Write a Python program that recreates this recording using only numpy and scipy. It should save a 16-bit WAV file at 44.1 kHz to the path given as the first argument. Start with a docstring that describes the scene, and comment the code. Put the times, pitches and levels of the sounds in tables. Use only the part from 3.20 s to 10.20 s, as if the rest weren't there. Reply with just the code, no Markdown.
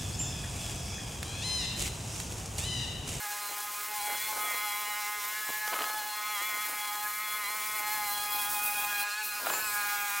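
"""A wavering buzz over a hiss of water: a spray wand rinses an outdoor air conditioner from the inside.
The water feed buzzes at about 209 pulses a second, and its resonances swell and fade as the wand moves.
The jet hisses through the fins of the coil, drums and spatters on sheet metal,
and whistles briefly as it leaves the cabinet."""
import sys
import numpy as np
from scipy import signal
from scipy.fft import rfft, irfft, next_fast_len
from scipy.io import wavfile

SR = 44100
rng = np.random.default_rng(int(sys.argv[2]) if len(sys.argv) > 2 else 0)


def to_wav(s):
    """Save 16-bit WAV."""
    ch = np.atleast_2d(s).T  # columns
    pcm = np.round(np.clip(ch, -1, 1) * 32767)  # PCM
    wavfile.write(sys.argv[1], SR, pcm.astype(np.int16))


N = 308690
CUTOFF_HZ = 15900


def from_db(db):
    """Turn decibels into a gain to multiply by."""
    return np.exp(np.asarray(db) * (np.log(10) / 20))


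def rms_one(x):
    """Scale a signal to an average strength (rms) of 1."""
    return x / np.sqrt(np.mean(x ** 2) + 1e-20)


def in_time(rows):
    """Join a table's points with straight lines: one curve for each column after the time."""
    times, *columns = np.transpose(rows)
    return [np.interp(np.arange(N) / SR, times, column) for column in columns]


def swells(rows):
    """Add up smooth bumps, each given as (time [s], height, half-width [s])."""
    t = np.arange(N) / SR
    return sum(height * np.exp(-np.minimum(((t - s) / width_s) ** 2, 20)) for s, height, width_s in rows)


def held(start_s, length_s, attack_s, release_s):
    """Rise from 0 to 1, stay there, then fall back."""
    age = np.arange(N) / SR - start_s
    return np.clip(np.minimum(age / attack_s, 1 - (age - length_s) / release_s), 0, 1)


def drift(rate_hz):
    """A smooth random wander of typical size 1; a higher rate wanders faster."""
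    step, warm_up = 40, 2000
    pole = np.exp(-2 * np.pi * rate_hz * step / SR)
    noise = rng.standard_normal(N // step + warm_up + 2)
    slow = signal.lfilter([1], [1, -2 * pole, pole * pole], noise)[warm_up:]
    return np.interp(np.arange(N) / step, np.arange(len(slow)), rms_one(slow))


def coloured(x, spectrum):
    """Give a signal the tone colour of a (pitch [Hz], level [dB]) table, at an rms of 1."""
    size = next_fast_len(N)
    hz, db = np.transpose(spectrum)
    bins = np.maximum(np.arange(size // 2 + 1) * SR / size, 1)
    inside = np.clip(bins, hz[0], hz[-1])
    roll_off = np.minimum(bins / inside, inside / bins) ** 2
    gain = roll_off * from_db(np.interp(np.log(bins), np.log(hz), db))
    return rms_one(irfft(rfft(x, size) * gain, size)[:N])


def resonate(x, hz, width_hz):
    """Ring at one pitch; the narrower the width, the longer the ring."""
    pole = np.exp(-np.pi * width_hz / SR)
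    feedback = [1, -2 * pole * np.cos(2 * np.pi * hz / SR), pole * pole]
    return signal.lfilter(np.array([1, 0, -1]) * (1 - pole * pole) / 2, feedback, x + 1e-18)


def metal_rings(force, tones):
    """A force sets metal ringing: one signal for each tone, with alternating signs."""
    return [(-1) ** i * from_db(db) * resonate(force, hz, width)
            for i, (hz, width, db) in enumerate(tones)]


def struck(hits, tones, uneven_db=3.5):
    """Each hit is one short blow that rings the metal's tones in a random balance."""
    out = np.zeros(N + SR)
    rings = np.array(metal_rings(signal.unit_impulse(SR // 10), tones))
    for s, db in hits:
        hit = from_db(uneven_db * rng.standard_normal(len(tones))) @ rings
        start = int(s * SR)
        out[start:start + len(hit)] += from_db(db) * hit / abs(hit).max()
    return out[:N]


def drops(per_s, spread_db):
    """Tiny impacts of uneven size at random moments, at an rms of 1."""
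    sizes = from_db(spread_db * np.minimum(rng.exponential(1, N), 4)) * rng.standard_normal(N)
    return rms_one(sizes * (rng.random(N) < per_s / SR))


# how much mist is driven through the coil: (time [s], relative level [dB])
MIST_STRENGTH = [(0, -43.5), (.7, -42), (1.05, -39), (1.9, -43), (2.4, -41.5), (2.9, -43), (3.4, -41.5),
                 (4.2, -41), (5.05, -38.5), (5.5, -37), (5.8, -39.5), (6.2, -42.5), (6.3, -38.5),
                 (6.6, -39), (7, -41.5)]

def mist_level(gap_db=-8):
    """The mist's strength in dB; it dips while the jet leaves the coil for a moment."""
    slow_db, = in_time(MIST_STRENGTH)
    return slow_db + gap_db * held(start_s=5.83, length_s=0.195, attack_s=0.014, release_s=0.014)


# tone colour of the rumble: (pitch [Hz], relative level [dB])
RUMBLE_COLOUR = [(20, 1), (40, -4), (80, -3), (160, -1.5), (280, -2), (450, -2), (800, -32)]

def rumble(mist_db):
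    """A low rumble from the cabinet grows with the mist."""
    level_db = -64.5 + 1.57 * (mist_db - mist_db.mean())
    return from_db(level_db) * coloured(drops(per_s=3000, spread_db=0.37), RUMBLE_COLOUR)


# showers of heavy drops cross the cabinet: (start [s], length [s], relative level [dB])
SHOWERS = [(0.28, 0.025, -56.5), (.87, 0.067, -50.5), (1.106, 0.24, -53), (2.5, 0.15, -50.5),
           (2.683, .17, -56), (3.195, 0.025, -51), (3.28, 0.06, -55.5), (3.45, 0.06, -57),
           (6.193, 0.2, -52), (6.253, 0.075, -44.5)]
# tone colour of the drumming: (pitch [Hz], relative level [dB])
DRUM_COLOUR = [(120, -33), (250, -4), (450, 1), (750, 5.5), (1300, 0), (2200, -10.5), (3500, -40),
               (6000, -47)]

def drumming(mist_db, stray_db=-23, boost_db=4.0, lumps_db=3.0):
    """Heavy drops drum on the cabinet in showers; between them, stray drops follow the mist."""
    shower_power = sum((from_db(db) * held(s, length_s, attack_s=0.0091, release_s=0.052)) ** 2
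                       for s, length_s, db in SHOWERS)
    strength = np.sqrt(shower_power + from_db(mist_db + stray_db) ** 2)
    lumps = from_db(boost_db + lumps_db * drift(28))
    return strength * lumps * coloured(drops(per_s=2500, spread_db=0.51), DRUM_COLOUR)


# the spray whistles past an edge, one list for each whistle: (time [s], pitch [Hz], level [dB])
WHISTLES = [
    [(.66, 8650, -68), (.76, 8650, -52), (1.27, 8740, -50), (1.36, 8600, -72)],
    [(1.95, 13600, -68), (2.04, 14000, -44), (2.1, 13830, -43), (2.17, 14000, -59)],
    [(6.22, 8400, -70), (6.28, 7800, -46), (6.34, 7200, -38), (6.365, 7200, -44), (6.39, 7400, -42),
     (6.43, 7450, -52), (6.455, 7520, -42), (6.49, 7850, -46), (6.58, 8300, -46), (6.7, 8400, -60)],
]

def whistle(glide, width_hz=300, sputter_db=4, sputter_hz=130, sputters_per_s=70):
    """A narrow band of noise glides with the jet's angle; drops make its pitch and level sputter."""
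    hz, db = in_time(glide)
    phase = 2 * np.pi * np.cumsum(hz + sputter_hz * drift(sputters_per_s)) / SR
    low_pass = signal.butter(2, width_hz, fs=SR, output="sos")
    slow_noise = signal.sosfilt(low_pass, rng.standard_normal((2, N)))
    band = slow_noise[0] * np.cos(phase) + slow_noise[1] * np.sin(phase)
    sputter = from_db(sputter_db * np.tanh(drift(sputters_per_s)))
    return from_db(db) * rms_one(sputter * band)


# knocks on the cabinet: (time [s], peak level [dB])
KNOCKS = [(2.291, -28), (2.301, -29.5), (2.612, -31), (6.335, -46)]
# tones of the knocked panel: (pitch [Hz], width [Hz], relative level [dB])
KNOCK_TONES = [(250, 130, -3.5), (456, 120, 2), (855, 340, 2), (1300, 390, -7)]

def knocks():
    """Dull knocks ring a panel whose low tones die away quickly."""
    return struck(KNOCKS, KNOCK_TONES)


# large drops hit the rim: (time [s], peak level [dB])
CRACKS = [(.938, -26), (2.478, -24), (2.531, -26), (2.536, -25), (2.540, -25), (2.591, -23.5), (2.597, -27),
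          (2.607, -25), (2.6205, -20), (2.642, -21), (2.699, -29), (6.298, -23)]
# tones of the rim: (pitch [Hz], width [Hz], relative level [dB])
RIM_TONES = [(1330, 630, -0.5), (2280, 480, -3.5), (2950, 219, -1), (3540, 300, -6), (4540, 330, -7)]

def rim_cracks():
    """Single large drops ring the rim with a bright crack."""
    return struck(CRACKS, RIM_TONES)


# slugs of water slap the metal: (time [s], relative level [dB], fade time of the burst [s])
SLAPS = [(0.899, -17, .004), (0.924, -19, .003), (0.933, -16, 0.005), (0.948, -16, .003),
         (1.126, -16, .003), (1.252, -17, 0.0033), (1.309, -17, .004), (1.343, -14, 0.0045),
         (2.477, -14, .004), (2.521, -14, .005), (2.53, -10, .005), (2.538, -13, 0.005), (2.561, -18, .005),
         (2.587, -15, .005), (2.605, -12, .006), (2.615, -12, 0.005), (2.631, -18, .005),
         (2.699, -18, 0.003), (6.26, -16, .006), (6.268, -12, 0.008), (6.287, -17, .005),
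         (6.301, -12, .008), (6.326, -14, .005), (6.336, -12, 0.009), (6.386, -18, .006)]
# tones of the slapped panels: (pitch [Hz], width [Hz], relative level [dB])
PANEL_TONES = [(380, 280, 4), (795, 700, 11), (1370, 940, 10), (2700, 1000, 3), (3870, 2500, -10.5)]

def slaps(spatter_s=0.05, spatter_db=-24.0, trim_db=-20.0):
    """Each slug of water bursts into drops on the panels; its spatter keeps falling a little longer."""
    t, force = np.arange(N) / SR, np.zeros(N)
    for s, db, burst_s in SLAPS:
        age = np.maximum(t - s, 0)
        burst = np.exp(-age / burst_s)
        spatter = from_db(spatter_db) * np.exp(-age / spatter_s)
        force += from_db(db + trim_db) * (t >= s) * (burst + spatter)
    impacts = drops(per_s=7000, spread_db=1.0)
    steady_strength = np.std(sum(metal_rings(impacts, PANEL_TONES)))
    return sum(metal_rings(impacts * force, PANEL_TONES)) / steady_strength


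# hiss of the jet in the fins: (time [s], relative level [dB])
HISS_STRENGTH = [(0, -42.5), (1.2, -42.5), (1.95, -46.5), (2.62, -42), (3.05, -47.5), (3.24, -42.5),
                 (4.05, -45), (5.2, -44.5), (6.2, -44.5), (6.32, -42.5), (7, -42.5)]
# tone colour of the hiss: (pitch [Hz], relative level [dB])
HISS_COLOUR = [(500, -17.5), (800, -10.5), (1500, -1.5), (2500, -0.5), (3600, -3), (5000, -4.5), (7000, 1),
               (9500, -3), (12000, -7), (16000, -59)]

def fin_hiss(flutter, flutter_db=1.5, trim_db=-0.4):
    """Countless droplets hit the fins; the jet flutters as it crosses them."""
    hiss_db, = in_time(HISS_STRENGTH)
    droplets = coloured(drops(per_s=36000, spread_db=0.51), HISS_COLOUR)
    return from_db(hiss_db + trim_db + flutter_db * flutter) * droplets


# the mist spurts where the jet finds an open path: (time [s], boost [dB])
SPURTS = [(4.58, 1), (4.719, 3), (4.93, 3.2), (5.13, 4.5), (5.23, 2), (5.33, 2.5), (5.451, 3), (5.599, 1),
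          (5.82, 5), (6.06, 5.5)]
# tone colour of the mist: (pitch [Hz], relative level [dB])
MIST_COLOUR = [(3000, -10), (5000, -5), (7000, -7), (9500, -1.5), (12000, -0.5), (14000, 1.7), (16000, 1)]

def fine_mist(mist_db, flutter, boost_db=3.0, spit_db=0.92, patchy_db=1.35, pivot_hz=11700, bands=7):
    """Tiny droplets sizzle in bands that each swell on their own; a stronger mist is also brighter."""
    level_db = mist_db + swells([(s, db, 0.027) for s, db in SPURTS])
    spitting = rms_one(0.045 * flutter + drift(23))
    size = next_fast_len(N)
    spectrum = rfft(coloured(drops(per_s=30000, spread_db=1.5), MIST_COLOUR), size)
    bins = np.fft.rfftfreq(size, 1 / SR)
    centres_hz = np.linspace(3000, CUTOFF_HZ, bands)
    out = 0
    for hz, weights in zip(centres_hz, np.eye(bands)):
        band = irfft(spectrum * np.interp(bins, centres_hz, weights), size)[:N]
        tilt_db = 0.16 * np.log2(hz / pivot_hz) * (level_db - level_db.mean())
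        out += band * from_db(level_db + tilt_db + patchy_db * drift(5.3))
    return from_db(boost_db + spit_db * spitting) * out


def two_paths(echo, turns_per_s=8.0):
    """Sound plus its echo along a changing path makes broad swells and short fades (a complex gain)."""
    angle = rng.uniform(0, 2 * np.pi) + 2 * np.pi * np.cumsum(turns_per_s * drift(2.51)) / SR
    return (1 + echo * np.exp(1j * angle)) / np.sqrt(1 + echo ** 2)


# resonances, the pitches at which the buzz rings: (pitch [Hz], width [Hz], relative level [dB],
# home position of the wand [0-1], loss away from home [dB per unit of travel],
# swing it follows [name], amount of that swing [factor])
RESONANCES = [(835, 50, -43.5, 0, 2, "low", 0.91), (1040, 60, -44, 0.58, 4.5, "whine", 0.35),
              (1255, 60, -44, 0.55, -1, "second", 0.83), (1460, 80, -40.5, 0.94, 20, "whine", 0.55),
              (1720, 130, -47, 0, 4, "middle", 1.02), (2099, 503, -44.5, 0, 1.5, "whine", 1.23),
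              (2290, 90, -45.5, 0.91, 33, "whine", 0.91), (2470, 90, -38.5, 0.72, 33.5, "whine", -0.31),
              (2690, 90, -48.5, 0.8, 45, "whine", -0.38), (2930, 80, -58, 0.1, 12, "whine", 0.6),
              (3320, 69, -48.7, 0, 4, "treble", 1.0), (3715, 80, -53, 0.7, 50, "whine", 0),
              (4170, 110, -52.8, 0.36, 4, "upper", 0.9), (4370, 120, -54, 0.9, 25, "upper", 0.4),
              (5000, 200, -55, 0.85, 7, "upper", 0.4), (6380, 120, -63.5, 0, 40, "middle", 0.6)]
# the wand's travel: (time [s], position [0 deep in the cabinet, about 0.7 at the rim, 1 outside])
WAND_PATH = [(0, 0), (1.3, 0.14), (2.3, 0), (3.1, 0.2), (4.95, 0.27), (5.2, 0.6), (5.55, 0.696),
             (5.8, 0.78), (6.15, 0.99), (7, 0.84)]
# six swings that make the resonances swell and fade: (time [s], level change [dB])
LOW_SWING = [(0, -2.5), (.45, -2.5), (.6, -10), (.75, 6), (.95, 3.5), (1.02, -16), (1.1, 5.5), (1.28, -1),
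             (1.38, -7), (1.47, 6), (1.6, -5), (1.72, 0.5), (1.97, -1.5), (2.22, -15), (2.42, 1),
             (2.82, 5.5), (3.03, -4.5), (3.1, -1.5), (3.45, -7), (3.78, 5), (3.92, -5), (4.16, -10),
             (4.25, -3), (4.52, -5.5), (4.7, 6), (5.0, 6.5), (5.66, 4.5), (6.22, -5), (6.8, 5), (7, 1.5)]  # near 835 Hz
SECOND_SWING = [(0, -5), (.1, -3.5), (.62, -3.5), (.78, -22), (.92, -7), (1.0, -20), (1.2, 2), (1.55, 0),
                (2.05, -2.5), (2.13, -14), (2.28, -1), (2.4, -21), (2.52, 5.5), (2.84, -7), (3.0, 4),
                (3.38, 3.5), (3.65, -4), (3.76, 2.5), (4.55, 2.5), (5.3, 0.5), (6.0, -2.5), (6.65, 1.5),
                (7, 3.5)]  # near 1255 Hz
MIDDLE_SWING = [(0, -0.5), (.2, -2), (.7, -5.5), (1.15, -14), (1.78, -3), (2.08, 0), (2.2, 7), (2.42, 9),
                (2.62, 6.5), (3.0, -0.5), (3.15, -8), (3.4, -4), (3.75, 0), (4.12, -3), (4.3, -3),
                (4.55, -11), (4.75, 7.5), (4.87, -1), (4.96, 5.5), (5.17, -3), (5.3, 7), (5.55, 1.5),
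                (5.75, 11), (5.98, 9.5), (6.05, 5.5), (6.4, 7.5), (6.65, 13), (7, 4)]  # near 1700 Hz
WHINE_SWING = [(0.0, -3.5), (0.578, -7), (0.92, 4.5), (1.14, 1.5), (1.27, 6), (1.8, 4), (2.38, -1),
               (2.94, -0.2), (3.1, 4.5), (3.36, 7), (3.55, 2), (3.88, 0.5), (4.04, 5), (4.78, 5),
               (4.899, 0), (5.46, -4), (5.66, -4.5), (6.0, -5.5), (6.2, -9.5), (6.52, -2.5), (7.0, 2.5)]  # near 2100 Hz
TREBLE_SWING = [(0, -15), (.7, -8), (.95, 5), (1.04, 4.5), (1.12, -4), (1.27, 3), (1.5, 3), (1.72, -6),
                (2.6, -10), (3.1, 4), (3.42, 4.5), (3.52, -9), (3.62, 2.5), (3.76, 2), (3.88, -10),
                (4.12, 4.5), (4.3, -0.5), (4.8, -0.5), (5.17, 10), (5.4, 0), (5.55, 5), (5.8, 8.5),
                (5.87, -12), (6.0, -1), (6.1, -14), (6.65, -10), (6.75, 2), (7, 0)]  # near 3300 Hz
UPPER_SWING = [(0, 0), (.85, 2.5), (.93, 9.5), (1.2, -1), (1.45, 5), (1.75, -6), (2.45, -6), (2.8, 5.5),
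               (3.05, 7.5), (3.2, 3), (3.8, 1.5), (4.2, 1), (4.33, 11), (4.5, -6), (4.7, 9), (5.15, 5),
               (5.3, -9), (5.65, -5), (5.79, 7), (6.1, 7.5), (6.25, 2), (6.35, 6.5), (6.62, 4), (7, -11)]  # near 4200 Hz
# brief throbs on the middle swing: (time [s], boost [dB], half-width [s])
THROBS = [(.04, 7, 0.013), (.1, 5, .011), (.131, 3, 0.0071), (3.865, 12, 0.022)]

def resonance_powers(wand_reach=0.54, flutter_db_per_octave=2):
    """Each resonance swells and fades as the wand moves, and flutters with the churning flow."""
    wand, = in_time(WAND_PATH)
    swings = {"low": LOW_SWING, "second": SECOND_SWING, "middle": MIDDLE_SWING,
              "whine": WHINE_SWING, "treble": TREBLE_SWING, "upper": UPPER_SWING}
    swing_db = {name: in_time(rows)[0] for name, rows in swings.items()}
    swing_db["middle"] += swells(THROBS)
    # the flutter is strongest with a weak whine and the wand deep in the cabinet
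    flutter_db = 2.5 - 0.24 * swing_db["whine"] - 0.5 * wand
    mean_octave = np.mean([np.log2(hz) for hz, *_ in RESONANCES])
    powers = []
    for hz, _, db, home, loss_db, name, amount in RESONANCES:
        distance = np.minimum(abs(wand - home), wand_reach)
        level_db = db - loss_db * distance + amount * swing_db[name]
        depth_db = np.maximum(flutter_db + flutter_db_per_octave * (np.log2(hz) - mean_octave), 0)
        powers.append(from_db(level_db + depth_db * np.tanh(drift(44.0))) ** 2)
    return np.array(powers)


def resonance_shares(harmonics_hz):
    """Each resonance spreads its power over the harmonics near it; its shares add up to 1."""
    nearness = np.array([(1 + (2 * (harmonics_hz - hz) / width) ** 2) ** -2.6
                         for hz, width, *_ in RESONANCES])
    return nearness / nearness.sum(axis=1, keepdims=True)


# how fast the water feed pulses: (time [s], rate [Hz])
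PULSE_RATE = [(0, 210.6), (.2, 206.3), (.6, 207.2), (.76, 210.7), (.9, 208.5), (1.06, 211.8), (1.3, 208.9),
              (1.9, 207.9), (2.2, 211.3), (3.3, 211.3), (3.72, 207.9), (4.03, 210.5), (4.75, 211.3),
              (5.05, 208.1), (5.91, 205.4), (5.99, 211.8), (6.15, 205.6), (6.37, 213.8), (6.55, 206.6),
              (7, 204)]
# the feed falters and the rate sags: (time [s], depth [Hz], half-width [s])
SAGS = [(.07, 3.46, 0.021), (.81, 5.2, 0.021), (2.03, 5.2, 0.043), (2.82, 3.15, 0.021),
        (3.188, 10.3, 0.034), (4.258, 8, .031), (4.89, 5.5, 0.057), (6.265, 10, 0.038)]
# weak overtones of the buzz: (pitch [Hz], relative level [dB])
OVERTONES = [(420, -66), (630, -65.5), (1000, -59), (2400, -93), (2750, -56.5), (3150, -67.5), (3720, -66),
             (3970, -60), (4450, -79), (5000, -67), (5400, -68), (5830, -60.5), (6150, -79), (6550, -63),
             (6950, -69), (7300, -66.5), (9700, -68)]
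# sharper pulses raise the weak overtones: (time [s], boost [dB])
SHARPNESS = [(0, -6), (.8, -6), (1.2, 1), (1.7, 7.5), (2.45, 3), (2.8, -1.5), (3.2, 4), (3.6, -20),
             (4.2, -2), (4.9, -2), (5.5, -7), (5.9, 6.5), (6.2, 1), (7, 5)]
# the pulses smear as low and high harmonics lag behind the middle ones: (time [s], lag [radians])
SMEAR = [(1.0, 1.5), (1.1, 0), (2.0, 0), (2.2, 2), (2.8, 2), (3.1, .6), (5.9, .5), (6.2, 2.2)]

def feed_buzz(jitter=0.0034, wobble=0.0042, shimmer_db=1.1, steady_above_db=-40, trim_db=-1.4):
    """Pressure dips in the water feed repeat, making harmonics: tones at multiples of the pulse rate."""
    sag_hz = swells(SAGS)
    pulse_hz = in_time(PULSE_RATE)[0] - sag_hz
    sharp_db = in_time(SHARPNESS)[0] + 0.45 * sag_hz  # the buzz strains and brightens in a sag
    smear, = in_time(SMEAR)
    whine_db, = in_time(WHINE_SWING)
    echo = from_db(-4.5 - 0.35 * whine_db)  # the cabinet's echo counts most under a weak whine
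    unsteadiness = 1 + jitter * drift(61.0) + wobble * drift(11.4)
    phase = 2 * np.pi * np.cumsum(pulse_hz * unsteadiness) / SR
    harmonics = np.arange(2, 47)
    harmonics_hz = harmonics * pulse_hz.mean()
    shares, powers = resonance_shares(harmonics_hz), resonance_powers()
    overtones_db = np.interp(harmonics_hz, *np.transpose(OVERTONES))
    out = 0
    for k, share, overtone_db in zip(harmonics, shares.T, overtones_db):
        edge_db = sharp_db * min(k / 12, 1) + 2.0 * drift(2.3)
        power = share @ powers + from_db(overtone_db + edge_db) ** 2
        # a strong harmonic holds steady, a weak one fades in and out
        paths = two_paths(echo / (1 + power / from_db(steady_above_db) ** 2))
        # the harmonics slide against each other; the high ones also tremble
        slide = 0.55 * drift(0.83) + 0.017 * k * drift(16)
        lag = smear * min(abs(k - 8) / 4, 1) ** 2
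        strength = np.sqrt(2 * power) * from_db(shimmer_db * drift(30.0)) * abs(paths)
        out -= strength * np.cos(k * phase + slide - lag + np.angle(paths))
    return from_db(trim_db) * out


def scene():
    """The buzz, the spray and its impacts all sit in the centre."""
    mist_db = mist_level()
    buzz = feed_buzz()
    flutter = drift(24)
    spray = fin_hiss(flutter) + fine_mist(mist_db, flutter)
    cabinet = drumming(mist_db) + rumble(mist_db)
    impacts = slaps() + knocks() + rim_cracks()
    whistles = sum(whistle(glide) for glide in WHISTLES)
    centre = buzz + spray + cabinet + impacts + whistles
    return np.array([centre, centre])


def record(dry):
    """A steep filter cuts off the highest treble."""
    return signal.sosfilt(signal.ellip(12, .1, 80, CUTOFF_HZ, fs=SR, output="sos"), dry)


dry = scene()
out = record(dry)
to_wav(out)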